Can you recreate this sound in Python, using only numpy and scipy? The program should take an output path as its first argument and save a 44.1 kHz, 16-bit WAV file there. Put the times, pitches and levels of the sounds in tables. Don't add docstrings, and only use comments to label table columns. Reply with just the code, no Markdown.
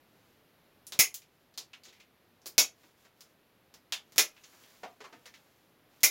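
import sys
import numpy as np
from scipy import signal
from scipy.fft import rfft, irfft
from scipy.io import wavfile
from scipy.ndimage import uniform_filter1d

SR = 44100
rng = np.random.default_rng(int(sys.argv[2]) if len(sys.argv) > 2 else 0)


def int16_out(signal):
    q = np.round(np.clip(np.atleast_2d(signal).T, -1, 1) * 32767)
    wavfile.write(sys.argv[1], SR, q.astype(np.int16))


N = 269010
SPAN = 10240
AGE = np.arange(SPAN) / SR
HZ = np.maximum(np.fft.rfftfreq(SPAN, 1 / SR), 1)

# start in seconds, length in seconds, peak in dB.
SLIDES = [(0.063, 0.38, -74), (1.26, 0.27, -75.5), (2.741, 0.22, -64.5), (2.95, 0.15, -64.5),
          (3.137, 0.22, -67), (4.03, 0.14, -71.5), (4.25, 0.73, -58.5), (4.846, 0.94, -68.5),
          (5.878, 0.18, -67.5)]
# start in seconds, level in dB, tilt in dB per octave,
# ring in Hz, fall on either side of the ring in dB per octave.
JAW_CLICKS = [(0.8677, -10, 1.5, 10000, 5.5), (0.9219, -4, -1.4, 3700, 0.6), (0.9459, -14, -4.5, 620, 1.5),
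              (1.142, -9.5, 6.5, 7150, -2), (1.1457, -12.5, 1.4, 3200, 1), (1.54, -25.5, -1, 4230, 3.5),
              (1.576, -2, 2, 4100, 4), (1.5804, -4, 0.3, 4740, 3.5), (2.417, -30.5, 1.5, 5500, 9),
              (2.4583, -8, 1, 4600, 1.5), (2.4669, -13, 8.5, 4740, 1.5), (3.207, -17, 0.5, 5000, -0.5),
              (3.74, -19, -1.5, 5330, -2), (3.9226, 8.5, -1.4, 3320, 3.5), (3.928, 1, -4, 2620, 6),
              (4.1214, -23.5, -2.2, 2000, -2.5), (4.1597, -17, 1, 5370, -5.5), (4.166, -18, -1, 1600, 0.5),
              (6.006, -25.5, 0, 3450, -2.5)]
# start in seconds, level in dB, tilt in dB per octave, lift of the rod's crack in dB,
# ring of its stub in Hz, thump in dB, pitch ratio as the grip shifts, direct sound over room in dB.
CUTS = [(0.9904, 0.7, 1.2, 0.5, 2300, -19, .97, -15.5), (2.5803, -0.16, -0.82, 4.5, 5000, -37, 1.037, -8.5),
        (4.1807, -0.5, -0.46, 7.5, 1714, -39, 1.001, -8), (6.0324, 0.3, 1.2, -1, 2240, -26, 0.98, -14.5)]
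# frequency in Hz, bandwidth in Hz, lift in dB.
SHEAR_MODES = [(447, 41, 6), (640, 140, 3.5), (1430, 78, 4), (2128, 100, 14), (2461, 160, 10),
               (5322, 50, 9), (5880, 580, 6.5), (6830, 440, 6), (11090, 1500, 5)]
# start in seconds, level in dB, tilt in dB per octave, ring in Hz.
CREAKS = [(1.218, -22.5, 4, 2340), (1.732, -13, -2, 2750), (1.834, -21, 6.5, 4650), (1.852, -16, 1, 6650),
          (1.881, -21, 2, 3680), (1.926, -22.5, 2, 2140), (1.962, -29.5, 0.5, 2200), (1.999, -20, 1, 2370),
          (4.364, -23.5, -3, 2590), (4.436, -17, 1.5, 6500), (4.636, -24.5, 2, 3220),
          (5.255, -16.5, 2, 1860), (5.339, -17, 0.5, 1970)]
# start in seconds, level in dB, tilt in dB per octave,
# ring in Hz, length of the touch in seconds.
KNOCKS = [(1.576, -12.5, -3, 1000, 0.0037), (1.607, -24, -4.5, 201, 0.0033), (1.869, -19, -4, 392, 0.0027),
          (2.4589, -8, -0.5, 350, .001), (2.834, -17, 1, 312, 0.0098), (3.0478, -18.5, 3, 382, 0.0062),
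          (4.526, -18.5, 1.5, 360, 0.0067), (4.832, 3, -1.05, 720, 0.0072), (5.002, -4.5, 1, 425.5, .011),
          (5.04, -5.5, 1.3, 1080, .009), (5.125, -6, -0.5, 270, 0.0062), (5.256, -12, 5, 484, 0.0069)]
# frequency in Hz, relative level in dB.
ROOM_COLOUR = [(20, 2), (45, -4), (110, 2), (300, 1), (550, -1.5), (1000, -6.5), (2000, -9), (4000, -13.5),
               (7000, -23), (10500, -17.5), (13000, -15), (16000, -22)]
RUB_COLOUR = [(100, -10.5), (400, -3), (1500, -1), (3200, -2.5), (7000, -4), (10500, -6), (15500, -6)]
CLICK_COLOUR = [(65, -22.5), (130, -18), (330, -12), (900, -8), (2200, -5.5), (3700, -1.5), (6000, 0),
                (12500, -6.5)]
CUT_COLOUR = [(30, -18.5), (65, -12.5), (130, -5), (330, 10), (900, 9), (2200, 7), (3700, 13), (5500, 16.5),
              (12500, 15.5)]
CREAK_COLOUR = [(65, -47), (130, -34), (330, -33), (900, -7.5), (2200, 0.5), (3700, 0), (6000, -4.5),
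                (12500, -17.5)]
KNOCK_COLOUR = [(65, -38), (160, -17), (330, -2.5), (900, -2.5), (2200, -6), (3700, -13), (6000, -16),
                (12500, -33)]
# frequency in Hz, time to decay by 60 dB in seconds.
ROOM_T60 = [(150, 0.18), (500, 0.19), (2000, .17), (5500, 0.15), (9000, .145), (15000, .13)]
# frequency in Hz, gain in dB.
MICROPHONE = [(20, -14.5), (80, -2), (160, -1), (7350, -1), (7900, -6.5), (9000, -6.5), (10300, -3.5),
              (16000, -2)]


def from_db(db):
    return 10 ** (np.asarray(db) / 20)


def unit_energy(x):
    return x / np.sqrt(np.sum(x ** 2) + 1e-20)


def add(track, start_s, sound):
    start = int(start_s * SR)
    track[start:start + len(sound)] += sound[:N - start]


def coloured(x, points):
    known_hz, known_db = np.transpose(points)
    gain_db = np.interp(np.log(HZ), np.log(known_hz), known_db)
    cepstrum = irfft(np.log(from_db(gain_db)))
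    cepstrum[1:SPAN // 2] *= 2
    cepstrum[SPAN // 2 + 1:] = 0
    response = irfft(np.exp(rfft(cepstrum)))
    return signal.fftconvolve(x, response)[:len(x)]


def steady(source, colour):
    return unit_energy(coloured(source, colour)) * np.sqrt(N)


def whitened(x, bins):
    broad_db = 10 * np.log10(uniform_filter1d(np.abs(rfft(x)) ** 2, size=bins) + 1e-12)
    return coloured(x, np.column_stack([HZ, -broad_db]))


def resonate(x, hz, width_hz, lift_db):
    b, a = signal.iirpeak(hz, hz / width_hz, fs=SR)
    return x + (from_db(lift_db) - 1) * signal.lfilter(b, a, x)


def crack(spread_s=0.0012):
    delay_s = spread_s * (1 - np.sqrt(HZ / HZ[-1])) + 1e-4
    spectrum = np.exp(-2j * np.pi * np.cumsum(delay_s) * SR / SPAN)
    return irfft(spectrum) * (AGE < 2 * spread_s)


def splinters(count, length_s):
    out = np.zeros(SPAN)
    slip_s = np.minimum(rng.gamma(2, length_s / 2, count), AGE[-1])
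    out[(slip_s * SR).astype(int)] = rng.standard_normal(count) * np.exp(-0.5 * slip_s / length_s)
    return unit_energy(out)


def workshop(direct_db, hold_s, build_s=0.0012, lumpy_db=4.0, lumpy_s=0.015):
    lumps = from_db(lumpy_db * np.exp(-AGE / lumpy_s) * (rng.standard_normal(SPAN) - 0.5))
    echoes = rfft(rng.standard_normal(SPAN) * lumps)
    band = np.argmin([np.abs(np.log(HZ / hz)) for hz, _ in ROOM_T60], axis=0)
    late_s = np.maximum(AGE - hold_s, 0)
    tail = sum(irfft(echoes * (band == k)) * from_db(-60 * late_s / t60)
               for k, (_, t60) in enumerate(ROOM_T60))
    response = unit_energy(tail * (1 - np.exp(-AGE / build_s)))
    response[0] += from_db(direct_db)
    return response


def contact(force, colour, level_db, tilt_db, pivot_hz, direct_db, hold_s):
    reflected = signal.fftconvolve(force, workshop(direct_db, hold_s))[:SPAN]
    tilted = [(hz, db + level_db + tilt_db * np.log2(hz / pivot_hz)) for hz, db in colour]
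    return coloured(whitened(reflected, bins=70), tilted)


def room_tone(level_db=-64.5):
    return from_db(level_db) * steady(rng.standard_normal(N), ROOM_COLOUR)


def rubbing(grain_db=5.0, resting_db=-88, uneven_db=0.5, catches_per_s=45):
    knots = np.arange(N) / SR * catches_per_s
    catch_db = uneven_db * np.interp(knots, np.arange(1024), rng.standard_normal(1024))
    grains = rng.standard_normal(N) * from_db(catch_db + grain_db * rng.standard_normal(N))
    speed = np.full(N, from_db(resting_db))
    for start_s, length_s, peak_db in SLIDES:
        arch = np.sin(np.linspace(0, np.pi, int(length_s * SR)))
        add(speed, start_s, from_db(peak_db) * arch)
    return speed * steady(grains, RUB_COLOUR)


def jaw_clicks(q=6.0):
    out = np.zeros(N)
    for start_s, level_db, tilt_db, hz, fall_db in JAW_CLICKS:
        force = crack() + 0.35 * splinters(count=12, length_s=0.0015)
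        tick = contact(force, CLICK_COLOUR, level_db, tilt_db,
                       pivot_hz=3700, direct_db=-6.0, hold_s=0.003)
        skirt_db = -fall_db * np.abs(np.log2(HZ / hz))
        tick = coloured(tick, np.column_stack([HZ, skirt_db]))
        add(out, start_s, resonate(tick, hz, hz / q, lift_db=5.5))
    return out


def thump(level_db, hz=170, t60_s=0.011):
    return from_db(level_db - 60 * AGE / t60_s) * np.sin(2 * np.pi * hz * AGE)


def cuts(rod_hz=3600, rod_width_hz=960, stub_q=3.3):
    out = np.zeros(N)
    for start_s, level_db, tilt_db, rod_db, stub_hz, thump_db, pitch, direct_db in CUTS:
        force = crack() + 0.9 * splinters(count=30, length_s=0.0026)
        snap = contact(force, CUT_COLOUR, level_db, tilt_db,
                       pivot_hz=3000, direct_db=direct_db, hold_s=0.014)
        snap = resonate(snap, rod_hz, rod_width_hz, rod_db)
        snap = resonate(snap, stub_hz, stub_hz / stub_q, lift_db=7.0)
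        for hz, width_hz, lift_db in SHEAR_MODES:
            snap = resonate(snap, hz * pitch, width_hz, lift_db)
        add(out, start_s, snap + thump(thump_db))
    return out


def creaks(q=5.8):
    out = np.zeros(N)
    for start_s, level_db, tilt_db, hz in CREAKS:
        force = splinters(count=36, length_s=0.007)
        creak = contact(force, CREAK_COLOUR, level_db, tilt_db,
                        pivot_hz=3700, direct_db=-2.5, hold_s=0.0028)
        add(out, start_s, resonate(creak, hz, hz / q, lift_db=8.5))
    return out


def knocks(q=4.5):
    out = np.zeros(N)
    for start_s, level_db, tilt_db, hz, length_s in KNOCKS:
        force = splinters(count=36, length_s=length_s)
        knock = contact(force, KNOCK_COLOUR, level_db, tilt_db,
                        pivot_hz=970, direct_db=-5.5, hold_s=0.0028)
        add(out, start_s, resonate(knock, hz, hz / q, lift_db=8.5))
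    return out


def gain_control(x, threshold_db=-30, slope=0.14, release_db_per_s=1.0, attack_s=0.0018):
    pole = np.exp(-1 / (attack_s * SR))
    power = signal.lfilter([1 - pole], [1, -pole], x ** 2)
    excess_db = np.maximum(10 * np.log10(power + 1e-12) - threshold_db, 0)
    release_db = release_db_per_s * np.arange(N) / SR
    held_db = np.maximum.accumulate(slope * excess_db + release_db) - release_db
    reduction_db = signal.lfilter([1 - pole], [1, -pole], held_db)
    return x * from_db(-reduction_db)


def scene():
    return (room_tone() + cuts() + jaw_clicks() + creaks() + knocks() + rubbing())[None]


def record(dry):
    picked_up = coloured(dry[0], MICROPHONE)
    rounded = np.tanh(gain_control(picked_up))
    low_pass = signal.ellip(10, 0.1, 80, 15850, fs=SR, output="sos")
    return signal.sosfilt(low_pass, rounded)[None]


dry = scene()
out = record(dry)
int16_out(out)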